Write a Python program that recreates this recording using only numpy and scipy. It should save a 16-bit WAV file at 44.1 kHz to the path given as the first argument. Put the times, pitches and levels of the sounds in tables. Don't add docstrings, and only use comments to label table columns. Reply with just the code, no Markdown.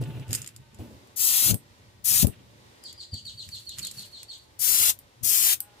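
import sys
import numpy as np
from scipy import signal
from scipy.fft import rfft, irfft
from scipy.io import wavfile
from scipy.ndimage import uniform_filter1d, map_coordinates

SR = 44100
rng = np.random.default_rng(int(sys.argv[2]) if len(sys.argv) > 2 else 0)


def volts(x):
    e = np.asarray(x, float) / 20
    return 10 ** e


def master(y):
    cut = np.clip(np.atleast_2d(y).T, -1, 1)
    pcm = np.round(cut * 32767)
    wavfile.write(sys.argv[1], SR, pcm.astype(np.int16))


N = 255780
T = np.arange(N) / SR
EARS = np.array([[.5], [-.5]])


def level(x, db):
    return x * volts(db) / np.sqrt(np.mean(x ** 2))


def on_hz(table, size):
    hz, value = np.transpose(table)
    return np.interp(np.log(np.arange(size // 2 + 1) * SR / size + 1), np.log(hz), value)


def colour(x, table):
    size = x.shape[-1]
    return irfft(rfft(x) * volts(on_hz(table, size)), size)


def band(x, lo_hz, hi_hz, order=2):
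    return signal.sosfilt(signal.butter(order, [lo_hz, hi_hz], "band", fs=SR, output="sos"), x)


def pair(alike, lag=0):
    left, other = rfft(rng.standard_normal((2, N)))
    shared = np.clip(on_hz(alike, N), 0, 1)
    right = irfft(shared * left + np.sqrt(1 - shared ** 2) * other, N)
    return np.array([irfft(left, N), np.roll(right, lag)])


def walk(rate):
    hold = int(SR / rate)
    steps = np.repeat(rng.standard_normal(N // hold + 1), hold)
    return 1.6 * uniform_filter1d(uniform_filter1d(steps, hold), hold)[:N]


def echo(x, t60, db):
    t = T[:SR // 2]
    tail = rng.standard_normal((2, len(t))) * volts(-60 * t / t60) * (t > .004)
    tail = tail * volts(db) / np.sqrt(np.sum(tail ** 2) / 2)
    return signal.fftconvolve(np.atleast_2d(x), tail, axes=1)[:, :N]


def as_mid(pan_db):
    gain = volts(pan_db * EARS)
    return gain * 2 / np.sqrt(np.sum(gain ** 2, axis=0))


def add(out, s, sound, db, pan_db):
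    i = int(s * SR)
    out[:, i:i + sound.shape[-1]] += sound * volts(db) * as_mid(pan_db)


def swell(s, db, rise, fall):
    gain, a, b = np.zeros(N), max(int((s - 1.5 * rise) * SR), 0), int((s + 1.5 * fall) * SR)
    t = T[a:b]
    gain[a:b] = volts(db - 60 * np.maximum((s - t) / rise, (t - s) / fall))
    return gain


# frequency in Hz, level in dB per Hz.
SHED_SPECTRUM = [(24, -53.5), (40, -18), (108, -6.5), (145, -19), (284, -21.5), (554, -21.5), (597, -19.5),
                 (659, -29.5), (845, -21.5), (1420, -28.5), (1920, -26), (2640, -29.5), (3650, -28),
                 (4560, -29.5), (15000, -44)]
# frequency in Hz, likeness from 0 to 1.
DIFFUSE_LIKENESS = [(100, .95), (600, .6), (2000, 0.4), (6000, 0)]
SHED_DB, PORT_LAG = -58.5, 14


def shed():
    wash = level(colour(pair(DIFFUSE_LIKENESS, lag=PORT_LAG), SHED_SPECTRUM), SHED_DB + .5)
    bass = colour(wash, [(200, 5.0), (400, -33)])
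    return bass * volts(1.0 * walk(19)) + (wash - bass) * volts(1.3 * walk(4.19))


# frequency in Hz, level in dB, left minus right in dB, phase by which left leads in radians.
MOTOR_LINES = [(353.3, -70, -8, 2.7), (589, -79, 4, 0), (707, -77, 4, 2.4), (1001, -77, -3, 2.4),
               (1534, -84, 6, 1), (1890, -81, -4, 1), (3750, -84, 0, 0), (10907, -88, 0, 0)]


def motor_hum():
    out, drift = np.zeros((2, N)), walk(5)
    for k, (hz, db, pan_db, lead) in enumerate(MOTOR_LINES):
        gain = volts(db + 3 * np.roll(drift, k * SR)) * volts(pan_db * EARS)
        out += gain * np.sin(2 * np.pi * hz * T + lead * EARS)
    return out


# start in seconds, end in seconds, first wing rate in Hz, last wing rate in Hz, level in dB.
FLY_PASSES = [
    (0, .27, 296.3, 292, -54.5),
    (0.659, .9, 304, 293.6, -61),
    (4.36, 4.705, 222, 216.3, -70),
    (5.63, 5.805, 205.4, 203, -63),
]
# frequency in Hz, level in dB.
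FLY_SPECTRUM = [(500, -18), (860, 0), (1050, -14), (1200, -16), (1450, -9), (1700, -14), (2200, -30)]
FLY_FADE_DB = -3


def fly():
    out, unsteady = np.zeros(N), 1 + .011 * walk(60)
    flutter_db = 2 * walk(12) + 2.5 * walk(70)
    for start, end, first_hz, last_hz, db in FLY_PASSES:
        part = slice(max(int((start - .05) * SR), 0), int((end + .02) * SR))
        t = T[part]
        wing_hz = np.interp(t, (start, end), (first_hz, last_hz)) * unsteady[part]
        phase = 2 * np.pi * np.cumsum(wing_hz) / SR
        near = np.clip(np.minimum(t - start + 0.049, end - t + 0.012) / 0.018, 0, 1)
        fade_db = np.interp(t, (start, end), (0, FLY_FADE_DB))
        harmonics = sum(np.sin(k * phase) for k in range(2, 9))
        out[part] += volts(db + fade_db + flutter_db[part]) * near * harmonics
    return colour(out, FLY_SPECTRUM)


# start in seconds, peak in dB, opening pitch in Hz, length in seconds.
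SCOLDS = [(2.836, -34, 4940, 0.097), (2.985, -33.5, 4830, 0.086), (3.1223, -33, 4714, 0.1),
          (3.255, -33, 4500, 0.094), (3.38, -33, 4500, 0.095), (3.524, -31.5, 4494, 0.09),
          (3.672, -32, 4420, 0.099), (3.822, -30.5, 4467, 0.092), (3.9707, -34, 4485, 0.099),
          (4.1263, -37.5, 4414, 0.12), (4.2897, -33, 4487, 0.095)]
# frequency in Hz, level in dB.
BEAK_SPECTRUM = [(2300, -30), (2750, -6), (3500, -3), (4600, 0), (5400, -10), (6300, -11), (7400, -2),
                 (9000, -13), (11500, -10), (15000, -12)]
HAZE_DB, RIDGE_DB, LOW_VOICE_DB, SWEEP_DB = -4, -7, -17, -5
HAZE_LO_HZ, HAZE_HI_HZ, LOW_VOICE_HZ = 4700, 8380, 3150
SWEEP_FALL, NOTE_RISE = .55, .05


def bird():
    out, t = np.zeros(N), T[:SR // 6]
    flail, pulsing = .5 + .5 * np.tanh(.8 * walk(1300) - .3), walk(560)
    haze = level(band(rng.standard_normal(N), HAZE_LO_HZ, HAZE_HI_HZ), HAZE_DB)
    for s, db, hz, length in SCOLDS:
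        first = int((s - .015) * SR)
        part = slice(first, first + len(t))
        u = t / length
        rasp = np.clip((u - .17) / .5, 0, 1)
        phase = 2 * np.pi * np.cumsum(hz * (1.01 - .04 * u - .4 * rasp * flail[part])) / SR
        rise = np.clip((u - .08) / NOTE_RISE, .15 * u / .08, 1)
        envelope = rise * np.clip((1.2 - u) / 0.8, 0, 1) ** 1.1
        ridge = volts(RIDGE_DB) * rasp * np.sin(2 * np.pi * hz * t)
        low_voice = volts(LOW_VOICE_DB) * (1 - rasp) * np.sin(2 * np.pi * LOW_VOICE_HZ * t)
        glide = np.cumsum(1 - SWEEP_FALL * np.clip(u - .17, 0, 1)) / SR
        sweep = volts(SWEEP_DB) * np.clip(1.9 - 2.6 * u, 0, 1) * np.sin(2 * np.pi * hz * glide + 1)
        overtones = volts(-10) * np.sin(2 * phase) + volts(-16.5) * rasp * np.sin(3 * phase)
        overtones += volts(-35) * rasp * np.sin(4 * phase)
        voice = np.sin(phase) + ridge + low_voice + sweep + overtones + rasp * haze[part]
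        out[part] += volts(db - 6.5 + 2 * pulsing[part]) * envelope * voice
    out = colour(out, BEAK_SPECTRUM)
    return volts(-4.5) * out + echo(out, 0.066, -0.13) + echo(out, 0.43, -4.5)


# peak time in seconds, peak in dB, pitch in Hz, 60 dB rise in seconds, 60 dB fall in seconds.
BENCH_BOOMS = [(.035, -33, 121, .3, .3), (.085, -31, 121, .25, .35), (.165, -36, 121, .1, .25),
               (.215, -37, 121, .12, .15), (.298, -32, 115, .06, .2), (.345, -42, 128, .2, .25),
               (.405, -41, 137, .2, .15), (.595, -49, 120, .3, .5), (.797, -37, 102, .04, .3),
               (.835, -42, 215, .2, .4), (.94, -48, 92, .2, .3), (3.3, -50, 62, .2, .25),
               (3.48, -49, 75, .1, .2)]


def booms():
    wobble = np.cumsum(1 + .08 * walk(60)) / SR
    return sum(swell(s, db, rise, fall) * np.sin(2 * np.pi * hz * wobble)
               for s, db, hz, rise, fall in BENCH_BOOMS)


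# time in seconds, peak in dB, t60 in seconds, upper rumble re level in dB.
STAND_KNOCKS = [(.015, -40, 0.6, -2), (.075, -44, .8, -5), (.16, -48, 0.6, -6), (.296, -45, 0.62, -6),
                (.59, -58.5, .8, -14), (.73, -55.5, .2, -17), (.794, -46, .9, 0), (.85, -58, 1.1, -2),
                (1.3, -59, 1.2, -3.5), (1.56, -50, 0.28, -8.5), (1.66, -59, 3.0, -9.5),
                (2.3, -55.5, 2.7, -9.5), (3.134, -34, .11, -18), (3.21, -53.5, 1.3, -18),
                (3.474, -52.5, 0.18, -23), (3.66, -60.5, 1.5, -14), (3.79, -48.5, 0.75, -14.5),
                (3.975, -56, 0.42, -22), (4.84, -60, .7, -5), (5.24, -59, 1.1, 0.1)]
# time in seconds, peak in dB, 60 dB rise in seconds,
# 60 dB fall in seconds, upper rumble re level in dB.
DRAUGHT_GUSTS = [(1.46, -54, .5, .2, -13), (1.51, -37.5, 0.26, 0.2, -3), (1.55, -35, 0.25, 0.06, -5),
                 (2.075, -48.5, 0, .5, -16.5), (2.14, -49, 0.33, 0.5, -13), (2.2, -42, 0.32, .2, -18),
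                 (2.232, -33.5, 0.03, 0.11, -6), (2.248, -31, 0.03, 0.05, 3), (2.278, -34, 0.03, 0.12, -5),
                 (4.7, -61.5, 0.5, 0.5, -7.5), (4.82, -50, .5, 0.43, -5.5), (4.895, -51, .3, 0.02, -1),
                 (5.238, -49.5, 0.15, 0.03, -20), (5.328, -55, .3, 0.2, -2.5),
                 (5.43, -55.5, 0.1, 0.67, -1.5)]
# frequency in Hz, level in dB per Hz.
RUMBLE_SPECTRUM = [(30, -28), (70, -10), (95, -7), (117, 1), (150, -10), (290, -9), (800, -27), (1500, -45)]
KNOCK_RISE_S = 0.02
KNOCK_SIDE_DB = -8


def rumble():
    eddies = colour(rng.standard_normal((2, N)), RUMBLE_SPECTRUM)
    deep = colour(eddies, [(230, 1), (300, -48)])
    deep, upper = level(deep, -0.1), level(eddies - deep, -0.1)
    knocks = booms()
    for s, db, t60, upper_db in STAND_KNOCKS:
        knocks += swell(s, db, KNOCK_RISE_S, t60) * (deep[0] + volts(upper_db) * upper[0])
    draught = np.zeros(N)
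    with np.errstate(all="ignore"):
        for s, db, rise, fall, upper_db in DRAUGHT_GUSTS:
            draught += swell(s, db, rise, fall) * (deep[1] + volts(upper_db) * upper[1])
    side = volts(KNOCK_SIDE_DB) * np.imag(signal.hilbert(knocks))
    return np.array([knocks + side + 2 * draught, knocks - side]) * volts(2 * walk(30))


# time in seconds, peak in dB, 60 dB rise in seconds,
# 60 dB fall in seconds, treble lift in dB.
HAND_RUBS = [(.03, -57, .3, 0.6, -17), (.28, -59, 1.6, -0.05, -3), (0.345, -42, .12, 0.2, 8),
             (.13, -65, 1, 1, -20), (.23, -63, 1, 1, -20), (.38, -63, .1, 1.3, 3),
             (2.33, -62, 0.8, 0.5, -13.5), (.81, -59.5, .1, 0.2, -4), (1.074, -67, .03, -0.7, 7),
             (3.3, -71, 1, .8, 6), (3.498, -66, 0.6, 1, 10), (3.57, -63, 0.5, .6, 10),
             (3.69, -55.5, .06, -0.4, 9), (3.786, -49, 0.13, 0.55, 6), (3.975, -62, 0.14, .5, 9),
             (4.015, -61, 0.5, 0.3, 11.5), (4.33, -70, 0.6, 1, 9), (5.62, -66, 1.5, 1.5, -15)]
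# frequency in Hz, level in dB per Hz.
RUB_SPECTRUM = [(590, -44.5), (1000, -10.5), (1450, -5), (2230, -6), (2710, 0.5), (4620, -13.5),
                (11300, -11.5), (16000, -20.5)]


def rustle():
    grain = level(colour(pair(DIFFUSE_LIKENESS), RUB_SPECTRUM), 1.8)
    dull = colour(grain, [(4200, 1.5), (5500, -40.5)])
    rub = sum(swell(s, db, rise, fall) * (dull + volts(treble_db) * (grain - dull))
              for s, db, rise, fall, treble_db in HAND_RUBS)
    return rub * volts(2.2 * walk(90))


# time in seconds,
# peak in dB, swing in Hz, length in seconds, share at the right port from 0 to 1.
PORT_SLAPS = [(1.4985, -19.5, 170, .003, 0.04), (1.5142, -13, 100, 0.0046, 0.01),
              (1.5235, -14, 151, 0.0051, 0), (1.5335, -18.5, 109.3, .005, 0.01),
              (1.5435, -18.5, 110.1, .004, 0.02), (1.554, -20.5, 170, .003, 0.02),
              (2.232, -10.5, 170, .004, 0), (2.238, -11.5, 110, .004, 0), (2.2483, -4, 110.1, .0035, 0),
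              (2.259, -13.5, 65, .008, 0), (2.2735, -17, 200, .003, 0), (2.2445, -19, 300, .0012, 0),
              (2.2478, -18, 520, .0012, 0), (2.2975, -25, 100, .005, 0), (2.282, -25, 120, .003, 0),
              (3.137, -28.5, 95, 0.01, 0.87)]


def slaps():
    out, t = np.zeros((2, N)), T[:4096] - T[2048]
    for s, db, hz, length, right in PORT_SLAPS:
        i = int(s * SR) - 2048
        dip = volts(db) * np.cos(2 * np.pi * hz * t) * np.exp(-(t / length) ** 2)
        out[:, i:i + len(t)] -= np.outer((1, right), dip)
    return out


# time in seconds, peak in dB, dull part re peak in dB, left minus right in dB.
CLINKS = [(0.0253, -50, 0, -4), (.037, -45, 2, 0), (.2799, -47, -12, 0), (.3153, -36, -14, 0),
          (.427, -40, -14, 0), (0.196, -51.5, 5, 3), (.2906, -46, -4, -6), (.3073, -35, -5, 0),
          (0.3294, -18, -10, -3.5), (.339, -25, -8, -3.5), (0.3489, -16, -12, -4.5), (0.355, -24, -20, 0),
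          (.417, -30.5, -11.5, -2), (0.4437, -39.5, -0.5, 2.5), (0.4617, -38, -4, 5), (.474, -30, -10, -3),
          (0.4888, -44, -1, 4), (0.5621, -38.5, -10, -3), (.7447, -49.5, -11.5, -2), (.7864, -52.5, 1, 0),
          (1.072, -52.5, -26, 0), (2.8377, -41, -10, -3), (2.9273, -41.5, -7, -2), (3.1408, -37, -8, -2),
          (3.2527, -45, -4, 5), (3.265, -44, -9, 1), (3.4885, -37, -6, 0), (3.692, -33.5, -15, -5),
          (3.776, -45, 1, 0), (3.7842, -29, -4, -6), (3.791, -29, -8, -3.5), (3.7958, -35, 1, -2),
          (3.8287, -33, -7, -1), (3.8485, -28, -12, -5), (3.8686, -27.5, -14, -2), (3.912, -32, -11, -4),
          (3.9743, -44, -10, -1), (3.9922, -36, -12, -2.5), (4.2296, -34.5, -9, -1)]
# frequency in Hz, level in dB per Hz.
CLINK_SPECTRUM = [(2650, -37.5), (4500, -19), (5040, 0.5), (5530, -13.5), (7140, 3), (9790, -6),
                  (11400, -4), (14600, -11), (16500, -52)]
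# frequency in Hz, level in dB, t60 in seconds.
CLAMP_MODES = [(5030, -8, .025), (7080, 0, .04), (8090, -4, .045), (10650, -5, .02)]
CLINK_RISE_S, CLINK_T60_S = 0.0014, 0.066
CLAMP_RING_DB, CLINK_TAIL, KNOCK_TAIL = -7, .6, .45


def rattle():
    out, t = np.zeros((2, N)), T[:SR // 8]
    rise, tick = np.minimum(t / CLINK_RISE_S, 1) ** 2, 4.5 * volts(-60 * t / .01)
    tail = volts(-60 * t / CLINK_T60_S)
    for s, db, dull_db, pan_db in CLINKS:
        noise = rng.standard_normal((3, len(t)))
        noise = 0.32 * noise[0] + 1.4 * noise[1:]
        ring = 0
        for hz, mode_db, t60 in CLAMP_MODES:
            decay = volts(mode_db + 4 * rng.standard_normal() - 60 * t / t60)
            cycles = hz * rng.normal(1, .012) * t + rng.random((2, 1))
            ring = ring + decay * np.sin(2 * np.pi * cycles)
        clink = level(colour(noise, CLINK_SPECTRUM), -0.1) * (tick + CLINK_TAIL * tail)
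        knock = level(band(noise, 1600, 5400), dull_db) * (tick + KNOCK_TAIL * tail)
        add(out, s, rise * (clink + knock + volts(CLAMP_RING_DB) * 2 * ring), db - 10.0, pan_db)
    return out


# time in seconds, peak in dB, left minus right in dB.
TRIGGER_SNAPS = [
    (1.5432, -18, -3.5),
    (2.2693, -19, -3),
    (4.9896, -35.5, 2),
    (5.604, -18.5, 4),
]
# frequency in Hz, level in dB, t60 in seconds.
NEEDLE_MODES = [(8190, 0, .16), (8820, -6, .08), (9740, -10, .08), (10600, -8, .08), (11800, -2, .08),
                (12300, -5, .06), (14380, -10, .06)]
# frequency in Hz, level in dB.
SNAP_SPECTRUM = [(1500, -28), (3000, -10), (6000, -8.5), (9000, -1), (12000, 7), (15500, 1.5)]


def trigger():
    out, t = np.zeros((2, N)), T[:SR // 6]
    for s, db, pan_db in TRIGGER_SNAPS:
        noise = rng.standard_normal((2, len(t)))
        crack = level(colour(noise, SNAP_SPECTRUM), 0) * volts(-60 * t / .014)
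        wisp = band(noise[:, ::-1], 9000, 14000) * volts(-15 - 60 * t / .14)
        ring = 0
        for hz, mode_db, t60 in NEEDLE_MODES:
            decay = volts(mode_db + 3 * rng.standard_normal((2, 1)) - 60 * t / t60)
            ring = ring + decay * np.sin(2 * np.pi * (hz * t + rng.random((2, 1))))
        add(out, s, crack + wisp + volts(-23) * ring, db - 1.5, pan_db)
    return out


def bench(x, db, count=4):
    out = x.copy()
    for port in range(2):
        for base in rng.uniform(8, 320, count):
            lag = base * (1 + .04 * walk(3))
            out[port] += volts(db) * np.interp(np.arange(N) - lag, np.arange(N), x[port])
    return out


# start in seconds, end in seconds, centre in
# Hz, width in Hz.
NULL_BANDS = [(1.18, 1.42, 1600, 170), (1.4, 1.47, 1740, 150), (1.21, 1.3, 2430, 170),
              (1.18, 1.28, 3420, 190), (1.18, 1.23, 3800, 190), (1.26, 1.36, 3820, 190),
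              (1.33, 1.41, 3050, 180), (1.21, 1.29, 4520, 170), (1.19, 1.25, 5420, 300),
              (1.41, 1.56, 3550, 160), (5.3, 5.42, 3900, 300)]


def nulls(x):
    out, size = x.copy(), 16384
    bin_hz = np.arange(size // 2 + 1) * SR / size
    for start, end, hz, width in NULL_BANDS:
        part = slice(int(start * SR), int(start * SR) + size)
        gate = np.clip(np.minimum(T[part] - start, end - T[part]) / .012, 0, 1)
        inside = np.abs(bin_hz - hz) < width / 2
        out[:, part] -= gate * irfft(rfft(x[:, part].mean(axis=0)) * inside, size)
    return out


# trigger pressed in seconds, released in seconds, hiss in dB,
# pressure build-up in seconds, opening lean left minus right in dB.
SPRAY_BURSTS = [
    (1.159, 1.51, -21.5, 0.03, 10),
    (2.04, 2.229, -21.5, .012, 13),
    (4.589, 4.903, -21, 0.026, 17),
    (5.228, 5.537, -22, 0.017, 15.5),
]
VALVE_OPEN_S, VALVE_SHUT_T60_S, BUILD_UP_DB = .006, 0.055, -15.5
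LEAN_END_DB, LEAN_SETTLE_S = 6, 0.096
LOW_HISS_START_DB, LOW_HISS_END_DB, LOW_HISS_SHUT_DB, LOW_HISS_GROW_S = -24, -14, -11, 0.086


def valve():
    flow, low_db, pan_db = np.zeros(N), np.zeros(N), np.zeros(N)
    for press, release, db, build, lean_db in SPRAY_BURSTS:
        t, after, now = np.maximum(T - press, 0), np.maximum(T - release, 0), T >= press
        pressure_db = BUILD_UP_DB * np.exp(-t / build) - 60 * after / VALVE_SHUT_T60_S
        flow += np.minimum(t / VALVE_OPEN_S, 1) * volts(db + pressure_db)
        settled = np.interp(after, (0, VALVE_SHUT_T60_S / 2), (LOW_HISS_END_DB, LOW_HISS_SHUT_DB))
        growing = (LOW_HISS_START_DB - LOW_HISS_END_DB) * np.exp(-t / LOW_HISS_GROW_S)
        low_db[now] = (settled + growing)[now]
        pan_db[now] = (LEAN_END_DB + (lean_db - LEAN_END_DB) * np.exp(-t / LEAN_SETTLE_S))[now]
    return flow, low_db, pan_db


# frequency in Hz, level in dB per Hz.
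JET_SPECTRUM = [(350, -45), (700, -22.5), (1100, -21), (1500, -19.5), (2100, -18), (2930, -12.5),
                (3790, -10), (7240, -2), (8980, -2.5), (13000, -1.4), (15500, -6.5)]
# frequency in Hz, left minus right in dB.
JET_LEANING = [(60, 13.5), (110, 6), (200, -3), (380, 0.5), (700, -1), (1290, 5), (2380, 5.5), (3700, 3),
               (8120, 0.5), (15000, 9.5)]
# frequency in Hz, likeness from 0 to 1.
JET_LIKENESS = [(300, 0.3), (1600, .97), (2500, .6), (3700, .98), (4600, .8), (5400, .93), (8000, 0.6),
                (14000, 0.4)]
# time in seconds, delay of the right port in samples.
JET_DELAY = [(1.17, 11.6), (1.5, 13.3), (2.05, 14.2), (2.23, 13.6), (4.62, 20), (4.9, 16), (5.25, 15.3),
             (5.33, 16.5), (5.42, 17), (5.54, 20.5)]


def spray():
    flow, low_db, pan_db = valve()
    treble_lean = np.mean(np.array(JET_LEANING)[-3:, 1])
    lean = np.array([(hz, db - treble_lean) for hz, db in JET_LEANING])
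    jet = colour(pair(JET_LIKENESS), JET_SPECTRUM)
    heard_at = np.arange(N) - np.interp(T, *np.transpose(JET_DELAY))
    jet[1] = map_coordinates(jet[1], [heard_at], mode="wrap")
    jet = np.array([colour(jet[0], lean * (1, .5)), colour(jet[1], lean * (1, -.5))])
    low = colour(jet, [(4000, -0.5), (5500, -39)])
    high = (jet - low) * volts(.6 * walk(25))
    hiss = level(high, -0.1) + level(low, -0.1) * volts(low_db + 0.84 * walk(22))
    return hiss * flow * volts(-.4 + .6 * walk(150)) * as_mid(pan_db)


def scene():
    background = shed() + motor_hum() + fly() + bird()
    handling = rumble() + rustle() + slaps()
    near = rattle() + trigger() + bench(spray(), -13.5, count=3)
    return background + handling + nulls(near + echo(near, 0.11, -13.0))


def roll_off(x):
    return signal.sosfilt(signal.butter(12, 16830, fs=SR, output="sos"), x)


# frequency in Hz, level in dB.
PHONE_RESPONSE = [(25, -5), (60, 0), (15550, 0), (15750, -42)]


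def record(dry):
    mix = colour(dry, PHONE_RESPONSE)
    return roll_off(mix)


dry = scene()
out = record(dry)
master(out)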